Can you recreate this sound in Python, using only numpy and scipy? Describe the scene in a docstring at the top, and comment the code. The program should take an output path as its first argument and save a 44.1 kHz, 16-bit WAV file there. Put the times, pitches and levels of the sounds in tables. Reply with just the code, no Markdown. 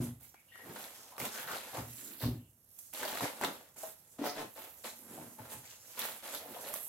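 """Opening a shipping envelope

A paper and plastic envelope is handled and pulled open at a table in a small room. Its plastic skin
hisses, the paper scrapes and buckles in crinkles and sharp snaps, and the stiff panels drum as they
drag. Now and then the packet bumps the table, which booms."""
import sys
import numpy as np
from scipy import signal
from scipy.fft import rfft, irfft, next_fast_len
from scipy.io import wavfile
from scipy.ndimage import uniform_filter1d

SR = 44100
rng = np.random.default_rng(int(sys.argv[2]) if len(sys.argv) > 2 else 0)


def wav_out(sig):
    """Save sig, one row per channel (or a flat mono array), as 16-bit PCM at SR to the path in sys.argv[1]."""
    wavfile.write(sys.argv[1], SR, np.round(np.clip(np.atleast_2d(sig).T, -1, 1) * 32767).astype(np.int16))


N = 303609
FFT_SIZE = next_fast_len(N + SR // 2, True) // 2 * 2
BIN_HZ = np.maximum(np.fft.rfftfreq(FFT_SIZE, 1 / SR), 1)

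# plastic skin spectrum: (frequency [Hz], level [dB])
SKIN_SPECTRUM = [(2000, -20.5), (4000, -17), (7600, -5.5), (9200, -6.5), (10800, -2), (12000, 2),
                 (13300, -2.5), (16000, -6.5)]


def snaps(decay_s, crackle_db, damping):
    """Creases snap through: a click and brief crackle ring the fold, the paper and the skin."""
    # (time [s], paper pop [dB], plastic tick [dB], fold pitch [Hz])
    creases = [(0.343, -49.5, -70, 680), (0.556, -48, -65, 1550), (0.7605, -40.5, -62, 925),
               (1.181, -36, -48, 1080), (1.2011, -39, -35.5, 2050), (1.215, -35.5, -49, 2200),
               (1.253, -37.5, -35.5, 3600), (1.771, -36, -57, 740), (2.789, -59, -41.5, 10400),
               (2.936, -44, -38.5, 2180), (3.0304, -30.5, -56, 1600), (3.051, -35.5, -43, 4500),
               (3.08, -36.5, -50, 3000), (3.128, -38, -50, 1790), (3.1506, -35, -45, 684),
               (3.173, -33.5, -48, 1210), (3.2077, -32, -42, 940), (3.4126, -30.5, -45, 780),
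               (3.4367, -25.5, -44, 940), (3.447, -25.5, -48, 3500), (5.978, -42, -51, 1120),
               (5.9923, -36, -31.5, 3440), (6.052, -36.5, -38, 1640), (6.3386, -38, -41, 720),
               (6.348, -43, -36, 3620), (6.739, -38.5, -31, 1180)]
    # paper pop: (frequency [Hz], level [dB])
    pop_spectrum = [(120, -9), (400, 1), (850, 6.5), (2000, -1), (4000, -17), (6500, -12), (14000, -15)]
    t = np.arange(SR // 50) / SR
    out = np.zeros((3, N + len(t)))  # fold, paper, skin
    for time_s, pop_db, tick_db, hz in creases:
        crack = from_db(crackle_db) * rng.standard_normal((3, len(t))) * np.exp(-t / decay_s)
        crack[:, 0] = rng.choice([-1, 1])
        crack[0] = resonance(crack[0], hz, hz * damping)
        crack /= np.linalg.norm(crack, axis=1, keepdims=True)
        at = int(time_s * SR)
        out[:, at:at + len(t)] += from_db([[pop_db], [pop_db], [tick_db]]) * crack
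    folds, paper, skin = out
    pops = from_db(16.5) * filtered(paper, colour(pop_spectrum))
    ticks = from_db(19.5) * filtered(skin, colour(SKIN_SPECTRUM))
    return widen(from_db(14) * folds[:N] + pops + ticks)


def crinkle(level_db):
    """Paper buckles in many small facets; fewer, larger folds give way at their own pitches."""
    # (frequency [Hz], level [dB])
    buckle_spectrum = [(700, -8), (1300, 0), (4000, -1.5), (5500, -6.5), (7500, -4), (12000, -8.5)]
    clicks = slips(per_s=1600, spread_db=1, clump_db=1.5)
    buckles = facets(clicks, 1180, 8000, damping=0.4, lag_s=0.00014, wander_db=1, count=18)
    buckles = evened(filtered(buckles, colour(buckle_spectrum)), window_s=0.49)
    fold_clicks = slips(per_s=110, spread_db=0, clump_db=2.5)
    folds = facets(fold_clicks, 654, 4000, damping=0.12, lag_s=0.0002, wander_db=1.5, count=10)
    return from_db(level_db - 4) * (buckles + from_db(-4) * evened(folds, window_s=0.6))


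def plastic_hiss(level_db, light_db=-61, firm_db=-40.5):
    """The sliding skin gives a grainy hiss, slightly duller under a light touch."""
    # (frequency [Hz], gain [dB])
    light_touch_eq = [(4500, 0), (8000, -2)]
    rub = slips(per_s=14000, spread_db=0.5, clump_db=1.6)
    sheet = facets(rub, 4630, 15700, damping=0.47, lag_s=0.0004, wander_db=8.5, count=14)
    firm = evened(filtered(sheet, colour(SKIN_SPECTRUM)), window_s=0.082)
    light = filtered(firm, from_db(per_bin(light_touch_eq)))
    pressure = np.clip((level_db - light_db) / (firm_db - light_db), 0, 1)
    return from_db(level_db) * (pressure * firm + (1 - pressure) * light)


def scrape(level_db):
    """Paper rubbing on paper sounds through the hollow of the envelope."""
    # (frequency [Hz], width [Hz], gain [dB])
    hollow_modes = [(439, 32, 2.5), (515, 34, 8.5), (563, 26, 6.5), (633.4, 40, 6.5), (731, 166, 2.5),
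                    (857, 35, 1), (958, 59, -6), (1250, 440, -14.5)]
    friction = slips(per_s=1600, spread_db=3.5, clump_db=2)
    rubbing = body(friction, hollow_modes, wander_db=1.5, low_hz=370)
    return widen(from_db(level_db) * evened(rubbing, window_s=0.092))


def panel_drumming(scrape_db):
    """Scraping stirs the large panels; stick and slip on the table drums them."""
    # (centre [s], half length [s], level [dB])
    drags = [(0.71, 0.049, -51.5), (1.252, 0.033, -46.5), (2.084, 0.12, -59.5), (3.234, 0.012, -37),
             (3.48, 0.041, -47.5), (4.294, 0.077, -61), (4.455, 0.032, -53.5), (5.181, 0.14, -53),
             (6.51, 0.033, -55)]
    # (frequency [Hz], width [Hz], gain [dB])
    panel_modes = [(123, 73, -6), (232, 34, 4.5), (282.6, 43, -1), (338, 34, -15.5)]
    dragging = sum(from_db(db) * swell(centre_s, half_s) for centre_s, half_s, db in drags)
    drive = from_db(scrape_db - 8) + dragging
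    friction = slips(per_s=1100, spread_db=2, clump_db=2)
    drumming = body(friction, panel_modes, wander_db=8, low_hz=130)
    return widen(drive * evened(drumming, window_s=0.079))


def table_booms(settle_s, judder_db, soft_db=-43, soft_t60_ratio=0.46):
    """Bumps ring the table top; longer contact is duller, and the packet judders as it settles."""
    # (time [s], strength [dB], contact [ms])
    bumps = [(0.002, -33.5, 2), (0.017, -38, 1.5), (1.781, -40, 0.71), (2.231, -37.5, 2.4),
             (2.255, -32, 2.4), (2.288, -36.5, 1.35), (5.4, -48.5, 2.2), (5.548, -51.5, 1.7)]
    # (frequency [Hz], gain [dB], T60 [s])
    top_modes = [(71.6, -4, 0.32), (102.8, -4, 0.39), (119.4, 10.5, 0.21), (147.2, -5, 0.26),
                 (238, 5.5, 0.2), (278, -6.5, 0.23)]
    t, out = np.arange(SR // 2) / SR, np.zeros(N + SR)
    for time_s, db, contact_ms in bumps:
        contact = np.hanning(int(contact_ms * SR / 1000))
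        blow = from_db(judder_db) * rng.standard_normal(len(t)) * np.exp(-t / settle_s)
        blow[0] = 1
        force = from_db(db) * signal.lfilter(contact / contact.sum(), 1, blow)
        t60_ratio = soft_t60_ratio if db < soft_db else 1  # the packet smothers light bumps
        ring = sum(from_db(mode_db - 60 * t / (t60_s * t60_ratio)) * np.cos(2 * np.pi * hz * t)
                   for hz, mode_db, t60_s in top_modes)
        at = int(time_s * SR)
        out[at:at + len(t)] += signal.oaconvolve(force, ring)[:len(t)]
    return widen(from_db(-10) * low_cut(out[:N], hz=65, order=2))


def panel_flips(t60_s, crunch_db, rise_s=0.0021):
    """A buckled panel flips over: a short hollow note with a papery crunch."""
    # (time [s], level [dB], pitch [Hz])
    flips = [(0.760, -47, 924), (1.731, -40, 762), (3.833, -32.5, 644), (4.191, -33.5, 261),
             (4.213, -27.5, 290), (5.387, -42.5, 870), (6.561, -39, 700)]
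    t, out = np.arange(SR // 5) / SR, np.zeros(N + SR)
    for time_s, db, hz in flips:
        crunch = passband(rng.standard_normal(len(t)), hz, hz)
        level = from_db(db - 60 * t / t60_s) * (1 - np.exp(-t / rise_s))
        at = int(time_s * SR)
        out[at:at + len(t)] += level * (np.sin(2 * np.pi * hz * t) + from_db(crunch_db) * crunch)
    return widen(out[:N])


def rib_buzz(ribs_per_s, jitter, knock_s):
    """Ribs catch on an edge almost evenly; their identical papery knocks merge into a buzz."""
    # (centre [s], half length [s], level [dB])
    strokes = [(4.274, 0.046, -40.5), (4.405, 0.032, -43)]
    # (frequency [Hz], level [dB])
    knock_spectrum = [(200, -10), (420, 9.5), (1000, -1), (1600, -10.5), (2500, -12), (7000, -25)]
    t, out = np.arange(SR // 80) / SR, 0
    for centre_s, half_s, db in strokes:
        ribs_passed = np.floor(np.cumsum(ribs_per_s * (1 + jitter * drift(ribs_per_s))) / SR)
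        catches = np.diff(ribs_passed, prepend=0)
        knock = rng.standard_normal(len(t)) * np.exp(-t / knock_s)
        buzz = filtered(signal.oaconvolve(catches, knock)[:N], colour(knock_spectrum))
        out += from_db(db) * swell(centre_s, half_s) * rms_one(buzz)
    return widen(out)


def fold_rasps(damping):
    """Fast slips ring a fold in one band: shrill when taut, hollow when slack."""
    # (centre [s], half length [s], level [dB], pitch [Hz])
    rasps = [(1.148, 0.035, -58.5, 830), (1.39, 0.075, -52.5, 1480), (5.192, 0.035, -54, 650),
             (1.516, 0.041, -45, 1290), (2.239, 0.039, -51, 4000), (3.064, 0.05, -49.5, 630),
             (4.28, 0.037, -49.5, 4800), (6.354, 0.022, -50.5, 3830), (6.454, 0.028, -48, 540),
             (6.664, 0.15, -54, 558)]
    friction = slips(per_s=3700, spread_db=6, clump_db=1)
    return widen(sum(from_db(db) * swell(centre_s, half_s) * passband(friction, hz, hz * damping)
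                     for centre_s, half_s, db, hz in rasps))


def faint_breath(width_hz, skirt_db):
    """Faint, whispery, breath-like tones: narrow noise bands near 2-3 kHz with broader skirts."""
    # (start [s], hold [s], level [dB], pitch [Hz])
    tones = [(0.345, 0.045, -68, 2270), (0.476, 0.11, -68.5, 2800), (0.511, 0.12, -61, 1900),
             (2.273, 0.2, -80, 2850)]
    noise, out = rng.standard_normal(N), 0
    for start_s, hold_s, db, hz in tones:
        skirt = rms_one(resonance(resonance(noise, hz, hz * 0.14), hz, hz / 2))
        tone = rms_one(resonance(skirt, hz, width_hz))
        whisper = evened(tone + from_db(skirt_db) * skirt, window_s=0.032)
        out += from_db(db) * plateau(start_s, hold_s) * whisper
    return widen(out)


def room(x, t60_s, changes_per_s, count=3):
    """Diffuse stereo tail, thin in the bass; its echo paths change as the packet moves."""
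    t = np.arange(int(0.4 * SR)) / SR
    tails = rng.standard_normal((count, 2, len(t))) * from_db(-60 * t / t60_s) * (t > 0.004)
    tails /= np.linalg.norm(tails, axis=2, keepdims=True)
    shares = np.array([drift(changes_per_s) for _ in tails])
    shares /= np.linalg.norm(shares, axis=0)
    wet = sum(signal.oaconvolve(x * share, tail, axes=1)[:, :N] for share, tail in zip(shares, tails))
    return low_cut(wet, hz=700, order=1)


def rumble(level_db):
    """Faint, steady low noise."""
    # (frequency [Hz], level [dB])
    spectrum = [(25, -22.5), (90, -1), (400, -15), (9000, -39)]
    return widen(from_db(level_db) * filtered(rng.standard_normal(N), colour(spectrum)))


def handling_db():
    """Grips and slides add in power to drive scrape, crinkle and hiss."""
    # fingers crush the packet: (start [s], hold [s], scrape [dB], crinkle [dB], hiss [dB])
    grips = [(0.0, 0.047, -55, -53.5, -48.5), (0.196, 0.058, -74, -64.5, -54.5),
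             (0.743, 0.1, -54, -52.5, -51.5), (1.185, 0.063, -46.5, -45, -43.5),
             (1.734, 0.048, -44, -53, -49), (2.203, 0.042, -46.5, -49.5, -44.5),
             (2.928, 0.065, -55.5, -47, -46), (2.988, 0.2, -48.5, -45, -47),
             (3.202, 0.057, -42, -41.5, -45), (3.414, 0.029, -38.5, -44.5, -54),
             (3.757, 0.13, -60.5, -59.5, -49), (4.183, 0.072, -49, -54, -64), (4.551, 0.098, -55, -55, -54),
             (4.834, 0.029, -48.5, -46, -45.5), (5.38, 0.077, -56.5, -68.5, -70),
             (5.486, 0.052, -54, -52.5, -47.5), (5.629, 0.1, -70.5, -56.5, -58),
             (5.971, 0.074, -51, -40.5, -47.5), (6.223, 0.16, -53, -48, -49),
             (6.635, 0.14, -57.5, -51.5, -49)]
    # sheet slides on sheet: (centre [s], half length [s], scrape [dB], crinkle [dB], hiss [dB])
    slides = [(0.678, 0.094, -58.5, -74, -57), (0.917, 0.32, -64, -59.5, -55.5),
              (1.38, 0.069, -52.5, -46, -45), (1.526, 0.064, -46.5, -43, -46.5),
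              (1.662, 0.15, -56.5, -51, -53), (2.044, 0.23, -73, -57.5, -49),
              (2.82, 0.12, -81.5, -73, -54.5), (3.44, 0.18, -54, -56.5, -53.5),
              (4.265, 0.028, -40.5, -56, -46), (4.392, 0.049, -46, -47, -55.5),
              (5.16, 0.11, -60.5, -79, -57), (5.0, 1.05, -70, -68, -55.5), (5.977, 0.15, -66, -59, -53),
              (6.089, 0.1, -56, -50.5, -47.5), (6.6, 0.19, -55.5, -55.5, -50.5),
              (6.836, 0.13, -80, -64, -45.5)]
    # packet merely held: (scrape [dB], crinkle [dB], hiss [dB])
    resting_db = (-89, -93, -67.5)
    power = from_db(resting_db)[:, None] ** 2
    for shape, moves in ((plateau, grips), (swell, slides)):
        for time_s, length_s, *levels_db in moves:
            power = power + np.outer(from_db(levels_db) ** 2, shape(time_s, length_s) ** 2)
    return 10 * np.log10(power)


def plateau(start_s, hold_s, attack_s=0.0083, release_db_per_s=224):
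    """Fast attack, hold, exponential release."""
    t = np.maximum(np.arange(N) / SR - start_s, 0)
    return (1 - np.exp(-t / attack_s)) * from_db(-release_db_per_s * np.maximum(t - hold_s, 0))


def swell(centre_s, half_s):
    """Gaussian rise and fall."""
    return np.exp(-((np.arange(N) / SR - centre_s) / half_s) ** 2)


def slips(per_s, spread_db, clump_db):
    """Tiny slips of uneven size, in clumps."""
    onsets = rng.random(N) < per_s / SR
    sizes = from_db(spread_db * np.minimum(rng.exponential(1, N), 4.5) + clump_db * drift(90))
    return onsets * sizes * rng.choice([-1, 1], N)


def facets(clicks, low_hz, high_hz, damping, lag_s, wander_db, count):
    """Each click rings one facet with its own pitch, stereo lag and wandering level."""
    out, owner = np.zeros((2, N)), rng.integers(0, count, N)
    lags = rng.permutation(np.linspace(-1, 1, count)) * lag_s * SR
    for k, hz in enumerate(np.geomspace(low_hz, high_hz, count)):
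        ring = resonance(clicks * (owner == k) * from_db(wander_db * drift(6.8)), hz, hz * damping)
        out += [ring, np.roll(ring, int(lags[k]))]
    return out


def body(x, modes, wander_db, low_hz):
    """Modes wax and wane as the packet bends; so small a body radiates little bass."""
    rings = sum(from_db(db + wander_db * drift(9)) * resonance(x, hz, width_hz)
                for hz, width_hz, db in modes)
    return low_cut(rings, low_hz, order=2)


def widen(x, decay_s=0.0073):
    """Early bounces off table and walls differ left to right, mostly in the treble."""
    t = np.arange(SR // 40) / SR
    bounces = rng.standard_normal(len(t)) * np.exp(-t / decay_s)
    echoes = signal.oaconvolve(x, bounces / np.linalg.norm(bounces))[:N]
    side = low_cut(echoes, hz=1940, order=1)
    return np.array([x + side, x - side])


def resonance(x, hz, width_hz):
    """Two-pole resonator, unit peak gain."""
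    r = np.exp(-np.pi * width_hz / SR)
    feedback = [1, -2 * r * np.cos(2 * np.pi * hz / SR), r * r]
    return signal.lfilter(np.array([1, 0, -1]) * (1 - r * r) / 2, feedback, x + 1e-18)


def passband(x, hz, width_hz):
    """Two equal resonators in series, unit output power."""
    return rms_one(resonance(resonance(x, hz, width_hz), hz, width_hz))


def low_cut(x, hz, order):
    """Maximally flat high-pass."""
    return signal.sosfilt(signal.butter(order, hz, "high", fs=SR, output="sos"), x)


def colour(points):
    """Minimum-phase response of the given spectral shape, unit energy."""
    cepstrum = irfft(np.log(rms_one(from_db(per_bin(points)))), FFT_SIZE)
    cepstrum[1:FFT_SIZE // 2] *= 2
    cepstrum[FFT_SIZE // 2 + 1:] = 0
    return np.exp(rfft(cepstrum))


def per_bin(points):
    """Interpolate onto the FFT bins in log frequency."""
    hz, value = np.transpose(points)
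    return np.interp(np.log(BIN_HZ), np.log(hz), value)


def filtered(x, response):
    """Apply a frequency response."""
    return irfft(rfft(x, FFT_SIZE) * response, FFT_SIZE)[..., :N]


def drift(per_s):
    """Smooth random curve, unit RMS."""
    knots = rng.standard_normal(4096)
    return rms_one(np.interp(np.arange(N) / SR * per_s, np.arange(len(knots)), knots))


def evened(x, window_s):
    """Hold the slow level at 1, keep the grain."""
    power = np.mean(np.atleast_2d(x) ** 2, 0)
    return x / np.sqrt(uniform_filter1d(power, int(window_s * SR)) + 1e-12)


def rms_one(x):
    """Scale to unit power."""
    return x / np.sqrt(np.mean(x ** 2) + 1e-20)


def from_db(db):
    """Decibels to gain."""
    return 10 ** (np.asarray(db) / 20)


def scene():
    """Envelope and table in the room, over a faint rumble."""
    # top treble leans right: (frequency [Hz], left minus right [dB])
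    balance = [(600, 0.16), (1500, 1.5), (4500, 3), (8500, -3.5), (12000, -10.5)]
    scrape_db, crinkle_db, hiss_db = handling_db()
    rustle = panel_drumming(scrape_db) + scrape(scrape_db) + crinkle(crinkle_db)
    rustle += fold_rasps(damping=0.49) + plastic_hiss(hiss_db)
    rustle += faint_breath(width_hz=80, skirt_db=8)
    rustle += rib_buzz(ribs_per_s=147, jitter=0.03, knock_s=0.005)
    cracks = snaps(decay_s=0.0032, crackle_db=-12.5, damping=0.14)
    cracks += panel_flips(t60_s=0.094, crunch_db=-9)
    reverb = room(from_db(-3) * rustle + from_db(-4) * cracks, t60_s=0.29, changes_per_s=4)
    booms = table_booms(settle_s=0.051, judder_db=-26)
    pan = from_db(per_bin(balance) * np.array([[1], [-1]]) / 2)
    pan /= np.sqrt(np.mean(pan ** 2, 0))
    return filtered(rustle + cracks + reverb + booms, pan) + rumble(level_db=-74)


def record(dry):
    """Steep low-pass."""
    cutoff_hz = 15900
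    return signal.sosfilt(signal.ellip(12, 0.1, 80, cutoff_hz, fs=SR, output="sos"), dry)


dry = scene()
out = record(dry)
wav_out(out)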